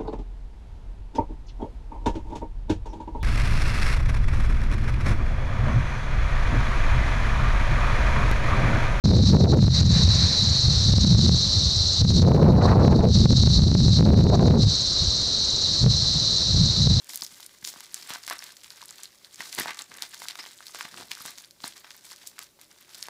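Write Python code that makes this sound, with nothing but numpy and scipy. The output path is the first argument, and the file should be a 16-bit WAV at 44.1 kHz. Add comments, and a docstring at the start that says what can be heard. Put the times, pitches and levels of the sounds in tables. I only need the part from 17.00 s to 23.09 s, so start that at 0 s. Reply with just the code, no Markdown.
"""A metallised plastic mailer bag crinkles as two hands work it open, close by, above a table.
Fingers slide over the film and crumple it in short squeezes: friction hisses, swarms of tiny creases
buckle, and large ones snap through sharply. Fingertips bump the bag, and once stick-slip makes a squeak.
The half-open pouch colours it all with a few hollow resonances. The room is small and quiet."""
import sys
import numpy as np
from scipy import signal
from scipy.fft import rfft, irfft
from scipy.io import wavfile
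from scipy.ndimage import uniform_filter1d

SR = 44100
rng = np.random.default_rng(int(sys.argv[2]) if len(sys.argv) > 2 else 0)


def dump(signal):
    """Clip the signal to [-1, 1] and save it as 16-bit WAV at the path in sys.argv[1]."""
    limited = np.clip(np.atleast_2d(signal).T, -1, 1)
    pcm = np.round(limited * 32767).astype(np.int16)
    wavfile.write(sys.argv[1], SR, pcm)


N = 268569
TIME = np.arange(N) / SR
STEP_TIMES = np.arange(0, TIME[-1], .002)   # coarse time grid of the hand movements
CUTOFF_HZ = 15450

# squeezes; tight folds sound bright, broad panels dull:
# (time [s], hold [s], relative level [dB], brightness [dB])
SQUEEZE_STROKES = [(0.084, 0.021, -44, 12.5), (0.122, 0.047, -48.5, 10.5), (0.216, 0.031, -44.0, 15.0),
                   (0.321, 0.134, -56.5, 10.5), (0.636, 0.053, -41.0, 9.5), (0.752, 0.06, -58.0, -8.5),
                   (0.938, 0.16, -49.5, 1.0), (1.082, 0.074, -46.5, -11.5), (1.277, 0.009, -44.5, -7.0),
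                   (1.303, 0.012, -42.0, -20.0), (1.416, 0.084, -56.5, -4.0), (1.809, 0.013, -52, -10),
                   (2.023, 0.03, -54.0, 6), (2.319, 0.067, -56.5, -0.0), (2.387, 0.033, -44.0, -6.0),
                   (2.427, 0.088, -48.5, 1.5), (2.515, 0.06, -45.0, 3.0), (2.574, 0.038, -35.5, -7.0),
                   (2.621, 0.026, -47.5, -14.0), (2.666, 0.04, -44.0, -17.0), (2.735, 0.059, -55.0, -9.0),
                   (2.784, 0.027, -46.5, -8.5), (2.908, 0.12, -57.0, -14.5), (3.014, 0.02, -43.5, -2.5),
                   (3.126, 0.016, -49, -3.0), (3.194, 0.04, -48.0, -0.0), (3.277, 0.031, -47.0, -7.0),
                   (3.384, 0.022, -47.5, -12), (3.648, 0.04, -51.5, 12.5), (3.737, 0.064, -48.0, -6.0),
                   (3.8, 0.055, -47.5, -7.5), (3.964, 0.041, -48.5, -7), (4.106, 0.014, -42.5, -3.5),
                   (4.16, 0.084, -51.5, -2.5), (4.244, 0.05, -44.5, -3.5), (4.371, 0.012, -49.5, 3.5),
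                   (4.599, 0.022, -54.5, 3), (4.634, 0.043, -42.0, -1.0), (4.753, 0.026, -51.0, -3.5),
                   (4.835, 0.012, -58.5, -13.5), (4.898, 0.015, -54.5, -1), (5.038, 0.067, -54.5, 9.5),
                   (5.107, 0.011, -51.5, -2), (5.262, 0.014, -46.5, 13.5), (5.377, 0.053, -51.0, -3.5),
                   (5.588, 0.042, -58.0, -4), (5.701, 0.01, -57.5, -7), (5.923, 0.056, -51.5, 3.5),
                   (6.016, 0.033, -54.5, -7)]
# fingers sliding over the film: (time [s], relative level [dB])
SLIDING_LEVELS = [(0.0, -57.5), (0.4, -58.0), (0.62, -61), (0.69, -55.5), (1.51, -54.5), (2.05, -56.5),
                  (2.19, -63), (2.87, -65.0), (3.0, -54.5), (3.51, -55.5), (3.91, -56), (4.44, -58.5),
                  (4.54, -72), (4.75, -60.5), (5.23, -59.5), (5.66, -79.0), (5.79, -61), (6.06, -57)]
# dull rubs as the whole bag shifts: (time [s], hold [s], relative level [dB])
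BAG_SHIFTS = [(1.09, .02, -55), (2.571, .04, -43.5), (2.647, 0.039, -47.5), (2.89, 0.086, -55.5),
              (3.838, 0.045, -66), (3.919, 0.13, -49), (4.095, .03, -58)]
# bands of the four motions, namely whole bag, broad panels, creases, fine foil: (low [Hz], high [Hz])
MOTION_BANDS = [(60, 500), (850, 2600), (3000, 7000), (8000, 15500)]
# response of each motion: (sliding gain [dB], squeezing gain [dB], gain per brightness [dB/dB])
MOTION_GAINS = [(-16, -14.5, 0.02), (-4.5, -6, -0.91), (-0.83, -0.32, -0.08), (-6, -5.5, 0.4065)]
# colour of the rustling film: (frequency [Hz], gain [dB])
FILM_SPECTRUM = [(35, -21), (70, -12), (160, -1), (300, 2), (550, -3), (900, -1.5), (1800, 3), (2700, 3.5),
                 (4300, 3.5), (6500, 4.5), (9000, 3), (15000, -1)]
# large creases snapping through: (time [s], relative level over 1 ms [dB], frequency [Hz], Q [1])
LARGE_CREASES = [(0.045, -40.5, 8140, 1.2), (0.0935, -30.5, 6450, 1.1), (0.135, -31, 4850, 0.27),
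                 (0.1463, -30, 6700, 1.1), (0.1584, -20, 11900, 0.82), (0.1745, -27.5, 8600, 1.3),
                 (0.2096, -32, 9200, 0.63), (0.221, -21, 5020, 7.6), (0.2253, -36, 990, 1.3),
                 (0.2354, -27.5, 6900, 5.1), (0.2485, -27.5, 5700, 5.1), (0.265, -31, 5550, 2),
                 (0.4047, -34.5, 9800, 0.17), (0.4635, -31.5, 9600, 1.8), (0.6494, -22.5, 4840, 3.9),
                 (0.6746, -26, 6000, 1.9), (0.6922, -32, 6860, 7.4), (0.739, -42.5, 880, 1.4),
                 (0.7606, -40.5, 1173, 1.8), (0.8063, -32, 3080, 0.22), (0.9439, -20, 7200, 1.5),
                 (1.1049, -26, 1680, 0.42), (1.137, -27.5, 6280, 1.5), (1.1528, -32.5, 4366, 2.07),
                 (1.1587, -31, 958, 1.1), (1.2362, -36.5, 5070, 5.4), (1.2663, -30.5, 6860, 1),
                 (1.2785, -25, 3200, 0.29), (1.2993, -22, 4880, .35), (1.31, -25, 1070, 1.2),
                 (1.3911, -29, 5400, 7.1), (1.4244, -32.5, 2010, 1.1), (1.4409, -32, 7600, .6),
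                 (1.4665, -38, 4140, 1.4), (1.5684, -38, 4580, 1.3), (1.6348, -40, 4970, .7),
                 (1.7046, -32.5, 4230, 3.4), (1.817, -35.5, 3100, 0.83), (1.8262, -38, 1010, 4.2),
                 (1.857, -35.5, 10300, 4), (1.8917, -36.5, 4630, 3.6), (1.9077, -31.5, 7350, 3.9),
                 (1.9833, -39, 4250, 4.5), (2.0341, -28.5, 7000, 2.4), (2.0558, -34, 4170, 10),
                 (2.2467, -36.5, 3970, 4.4), (2.3444, -36, 6650, 4.8), (2.3586, -37, 6300, 2),
                 (2.406, -25.5, 1840, 1.9), (2.4198, -32.5, 5440, 3.1), (2.5274, -28, 5300, 1.5),
                 (2.5493, -25.5, 8650, 1.8), (2.5884, -20, 1310, 0.24), (2.5982, -19, 11600, 4.2),
                 (2.6087, -24.5, 1910, 10), (2.6584, -25, 920, 2), (2.6729, -33, 1670, 2.9),
                 (2.693, -33, 2040, 2.8), (2.7076, -25.5, 2450, 4.3), (2.7913, -26, 3740, 5),
                 (2.8204, -28, 7500, 3.5), (2.9725, -36.5, 6300, 0.22), (3.0225, -20.5, 5070, 1.8),
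                 (3.145, -31.5, 4180, 0.78), (3.2193, -31, 1390, 0.62), (3.2552, -37.5, 1270, 2.8),
                 (3.285, -22, 4600, 1.4), (3.3091, -30, 3940, 2.4), (3.3554, -31, 2280, .9),
                 (3.4531, -37, 3280, 6), (3.4625, -36, 1210, 0.35), (3.606, -37.5, 1420, 2.2),
                 (3.6679, -34, 4370, 6), (3.6822, -36, 4880, 4.6), (3.7475, -31, 1280, 0.46),
                 (3.8093, -23.5, 1750, 1.4), (3.854, -34.5, 1210, 0.41), (3.9421, -36, 1430, 2.3),
                 (3.9748, -35, 2760, 2.5), (4.1161, -20.5, 3145, 1.8), (4.1518, -31.5, 5200, .9),
                 (4.1724, -39, 1390, 2.4), (4.2058, -37.5, 1290, 6.3), (4.222, -34, 12700, 2.4),
                 (4.2542, -33.5, 950, 0.51), (4.261, -28.5, 4040, 0.21), (4.3836, -33, 4580, 1.5),
                 (4.4472, -39, 4730, 3), (4.5095, -39.5, 5540, 1.8), (4.6408, -26.5, 4190, 22),
                 (4.6414, -29.5, 880, 2.1), (4.679, -27, 9300, 4.7), (4.8447, -40.5, 1110, .8),
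                 (4.908, -35.5, 2450, 2.2), (4.916, -38, 3760, 0.89), (5.1122, -36.5, 4930, 7),
                 (5.117, -41, 1080, 2.1), (5.1618, -39, 5270, 0.8), (5.2733, -27, 8000, 1.7),
                 (5.382, -39, 1590, 3.2), (5.3911, -27, 3600, 0.27), (5.427, -38, 5650, 0.97),
                 (5.59, -50.5, 1000, 1.1), (5.614, -38, 4880, 0.42), (5.9467, -33, 5030, 1.7),
                 (6.027, -24, 5340, 2.8), (6.0848, -31, 1100, 0.86)]
# fingers knocking the bag and its contents: (time [s], relative peak level [dB], frequency [Hz])
FINGER_BUMPS = [(0.225, -51, 280), (0.24, -56, 180), (0.324, -58, 178), (0.629, -51.5, 182),
                (0.763, -52, 270), (1.105, -48, 184), (1.276, -54, 290), (2.398, -46.5, 254),
                (2.586, -34.5, 325), (2.589, -55, 60), (2.606, -37.5, 310), (2.658, -41, 300),
                (2.708, -47.5, 340), (3.849, -48, 225), (4.0, -45, 287), (4.206, -51, 187),
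                (4.251, -51, 188), (4.641, -40.5, 272)]
# a finger sticking and slipping: (centre time [s], duration [s], frequency [Hz], level [dB])
FINGER_SQUEAKS = [(3.405, 0.026, 5100, -41)]
# hollow resonances of the pouch: (frequency [Hz], bandwidth [Hz], relative gain [dB])
POUCH_MODES = [(215, 16, -21), (283, 28, -9.5), (388, 55, -15), (710, 27, -3), (965, 270, -3),
               (1370, 14, -34), (1525, 145, -7.5), (1744, 81, -16), (2050, 160, -5), (4110, 1340, -11.5)]
# early reflections off the walls: (delay [s], gain [dB])
WALL_ECHOES = [(0.0324, -35), (0.0364, -32)]
# faint low room drone and microphone hiss: (frequency [Hz], relative spectral density [dB])
BACKGROUND_SPECTRUM = [(30, -8), (70, 2), (150, 4), (280, 2), (375, 6), (490, -3.5), (570, 6), (650, -3.5),
                       (2000, -8.5), (5000, -4.5), (10000, -7.5), (15000, -9)]


def rustle(motions, base_per_s, clump_db, spread_db, db_per_octave, slide_db, treble_slide_db, level_db):
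    """Buckling impulses superpose on friction noise; harder handling makes more creases give way."""
    levels = np.array([np.interp(TIME, STEP_TIMES, db) for db in motions])
    effort = rms_one(from_db(levels[2] / 2))   # follows the motion of the creases
    clumps = from_db(clump_db * drift(70))
    swarm = even_out(buckles(base_per_s * effort * clumps, spread_db) * clumps, span_s=0.079)
    onsets = np.flatnonzero(swarm)
    pitches = np.geomspace(500, 14000, len(onsets))[rng.permutation(len(onsets))]
    density_db = levels - 10 * np.log10(np.diff(MOTION_BANDS))
    log_centres = np.log(MOTION_BANDS).mean(axis=1)
    edges = np.geomspace(35, 16500, 19)
    out = np.zeros(N)
    for low, high in zip(edges, edges[1:]):
        hz = np.sqrt(low * high)
        grains = swarm.copy()
        # each crease is loudest at its own pitch
        grains[onsets] *= from_db(-db_per_octave * np.abs(np.log2(hz / pitches)))
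        friction_gain = from_db(at_hz([(1000, slide_db), (10000, treble_slide_db)], hz))
        friction = friction_gain * rng.standard_normal(N) * rms_one(clumps)
        bandpass = signal.butter(2, [low, high], "band", fs=SR, output="sos")
        band = even_out(signal.sosfilt(bandpass, rms_one(grains) + friction), span_s=0.9)
        blend = np.array([np.interp(np.log(hz), log_centres, row) for row in np.eye(len(MOTION_BANDS))])
        out += band * np.sqrt(high - low) * from_db(blend @ density_db + at_hz(FILM_SPECTRUM, hz))
    return from_db(level_db) * out


def buckles(per_s, spread_db):
    """Tiny creases buckle as a Poisson process, with many small impulses and a few large ones."""
    sizes = from_db(spread_db * np.minimum(rng.exponential(1, N), 4))
    return (rng.random(N) < per_s / SR) * sizes * rng.choice([-1, 1], N)


def handling():
    """Incoherent sources add in power: sliding, squeezes and shifts give each motion its level in dB."""
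    sliding_db, squeezing_db, tilt = np.transpose(MOTION_GAINS)[:, :, None]
    waver_db = 2 * np.interp(STEP_TIMES, TIME, drift(12))   # the fingers catch and let go
    power = from_db(np.interp(STEP_TIMES, *np.transpose(SLIDING_LEVELS)) + waver_db + sliding_db) ** 2
    for start, hold, db, brightness in SQUEEZE_STROKES:
        power += (stroke(start, hold) * from_db(db + squeezing_db + tilt * brightness)) ** 2
    for start, hold, db in BAG_SHIFTS:
        power[0] += (stroke(start, hold) * from_db(db)) ** 2
    return 10 * np.log10(power)


def stroke(start, hold, attack_s=0.008, release_db_per_s=369.5):
    """The envelope of one hand movement rises linearly, holds, then decays exponentially."""
    age = np.maximum(STEP_TIMES - start, 0)
    return np.minimum(age / attack_s, 1) * from_db(-release_db_per_s * np.maximum(age - hold, 0))


def snaps(creases, settle_db, settle_s, level_db=0):
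    """Snap-through: a crease flips in one jolt and rings briefly while the film around it settles."""
    t = np.arange(int(.02 * SR)) / SR
    out = np.zeros(N + len(t))
    for time, db, hz, q in creases:
        settling = rng.standard_normal(len(t)) * np.exp(-t / settle_s)
        push = from_db(settle_db) * settling / np.linalg.norm(settling)
        push[0] += rng.choice([-1, 1])
        # a small facet radiates little below its own pitch
        ring = signal.lfilter(*signal.butter(2, hz * 0.22, "high", fs=SR), resonate(push, hz, q))
        ring *= np.sqrt(SR / 1000) / np.linalg.norm(ring)   # the energy of 1 ms at rms 1
        start = int(time * SR)
        out[start:start + len(t)] += from_db(db + level_db) * ring
    return out[:N]


def small_creases(motion_db, per_s, above_db, firm_db, spread_db, centre_hz, spread_octaves, q):
    """Stray creases buckle at random and stand out of the rustle; returns rows as in LARGE_CREASES."""
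    count = len(STEP_TIMES)
    buckled = rng.random(count) < per_s * STEP_TIMES[1]
    size, pitch = rng.standard_normal((2, count))
    # under a firm grip they merge into the swarm and stand out less
    base_db = np.minimum(motion_db, (motion_db + firm_db) / 2)
    db = base_db + above_db + spread_db * np.clip(size, -2, 2)
    hz = np.clip(centre_hz * 2 ** (spread_octaves * pitch), 700, 13000)
    return np.column_stack([STEP_TIMES, db, hz, np.full(count, q)])[buckled]


def bumps(q, contact_s, level_db):
    """Soft impact: a fingertip gives a dull push to the limp bag, which is too damped to ring on."""
    t = np.arange(int(.06 * SR)) / SR
    out = np.zeros(N + len(t))
    for time, db, hz in FINGER_BUMPS:
        push = t * np.exp(-t / contact_s) * rng.choice([-1, 1])
        thud = resonate(resonate(push, hz, q), hz, q)
        start = int(time * SR)
        out[start:start + len(t)] += from_db(db + level_db) * thud / np.abs(thud).max()
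    return out[:N]


def squeak(pitch_waver):
    """Stick-slip oscillation of a finger on the film gives a short, unsteady whistle."""
    out = np.zeros(N)
    for centre, duration, hz, db in FINGER_SQUEAKS:
        phase = 2 * np.pi * np.cumsum(hz * (1 + pitch_waver * drift(304))) / SR
        swell = np.cos(np.pi * np.clip((TIME - centre) / duration, -.5, .5))
        out += from_db(db) * np.sqrt(2) * np.sin(phase) * swell
    return out


def pouch(x, modes_db, dip_db, dip_hz):
    """The bag's air and panels resonate; the spectrum dips between the panel and crease pitches."""
    modes = sum(from_db(db) * resonate(x, hz, hz / width) for hz, width, db in POUCH_MODES)
    x = x + from_db(modes_db) * modes
    return x - (1 - from_db(dip_db)) * resonate(x, dip_hz, q=np.pi)


def room(x, t60_s, tail_db, wall_hz):
    """Wall reflections follow the direct sound as early echoes and a faint, short reverberant tail."""
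    t = np.arange(SR // 2) / SR
    build_up = 1 - np.exp(-t / 0.0096)
    tail = rng.standard_normal(len(t)) * from_db(-60 * t / t60_s) * build_up
    tail = signal.sosfilt(signal.butter(1, wall_hz, fs=SR, output="sos"), tail)
    response = from_db(tail_db) * tail / np.linalg.norm(tail)
    response[0] += 1   # direct sound
    for delay, db in WALL_ECHOES:
        response[int(delay * SR)] += from_db(db)
    return signal.fftconvolve(x, response)[:N]


def background(level_db):
    """Stationary coloured noise gives the room's faint low drone and the microphone's hiss."""
    colour = from_db(at_hz(BACKGROUND_SPECTRUM, np.fft.rfftfreq(N, 1 / SR)))
    return from_db(level_db) * rms_one(irfft(rfft(rng.standard_normal(N)) * colour, N))


def resonate(x, hz, q):
    """A damped second-order resonator has unit gain at its peak and a bandwidth set by Q."""
    omega = 2 * np.pi * min(hz, CUTOFF_HZ) / SR
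    loss = np.sin(omega) / (2 * q)
    return signal.lfilter([loss, 0, -loss], [1 + loss, -2 * np.cos(omega), 1 - loss], x + 1e-18)


def drift(corner_hz):
    """Low-pass filtered noise gives a random fluctuation of unit rms."""
    rolloff = 1 + (np.fft.rfftfreq(N, 1 / SR) / corner_hz) ** 2
    return rms_one(irfft(rfft(rng.standard_normal(N)) / rolloff, N))


def even_out(x, span_s):
    """Division by the running rms removes the slow envelope and leaves the fast grain."""
    width = int(span_s * SR / 2)
    power = uniform_filter1d(uniform_filter1d(x ** 2, width), width)
    return rms_one(x / np.sqrt(np.maximum(power, 0) + 1e-9))


def at_hz(spectrum, hz):
    """Levels are interpolated on a logarithmic frequency axis."""
    known_hz, db = np.transpose(spectrum)
    return np.interp(np.log(hz + 1e-9), np.log(known_hz), db)


def rms_one(x):
    """Division by the rms gives unit mean power."""
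    return x / np.sqrt(np.mean(x ** 2) + 1e-20)


def from_db(db):
    """Amplitude grows tenfold for every 20 dB."""
    return 10 ** (np.asarray(db) / 20)


def scene():
    """Source and filter: the sounds of the film add, then pass through the pouch into the room."""
    motions = handling()
    _, panel_db, crease_db, _ = motions
    film = rustle(motions, base_per_s=1000, clump_db=2.5, spread_db=6.5, db_per_octave=10.5,
                  slide_db=-5, treble_slide_db=3, level_db=-2.5)
    film += snaps(LARGE_CREASES, settle_db=-5, settle_s=0.0017, level_db=-1.5)
    ticks = small_creases(crease_db, per_s=75, above_db=9.5, firm_db=-54, spread_db=3,
                          centre_hz=6000, spread_octaves=.6, q=3)
    pops = small_creases(panel_db, per_s=9, above_db=9.5, firm_db=-53, spread_db=2.5,
                         centre_hz=1550, spread_octaves=.4, q=1.3)
    film += snaps(ticks, settle_db=-10, settle_s=.001)
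    film += snaps(pops, settle_db=-7, settle_s=.002)
    film += bumps(q=0.82, contact_s=0.00061, level_db=3)
    film += squeak(pitch_waver=.035)
    bag = pouch(film, modes_db=1, dip_db=-2.5, dip_hz=2630)
    return (room(bag, t60_s=0.13, tail_db=-17, wall_hz=6500) + background(level_db=-62.5))[None]


def record(dry):
    """Band limiting: a steep elliptic low-pass filter removes the highest treble."""
    return signal.sosfilt(signal.ellip(10, .1, 80, CUTOFF_HZ, fs=SR, output="sos"), dry)


dry = scene()
out = record(dry)
dump(out)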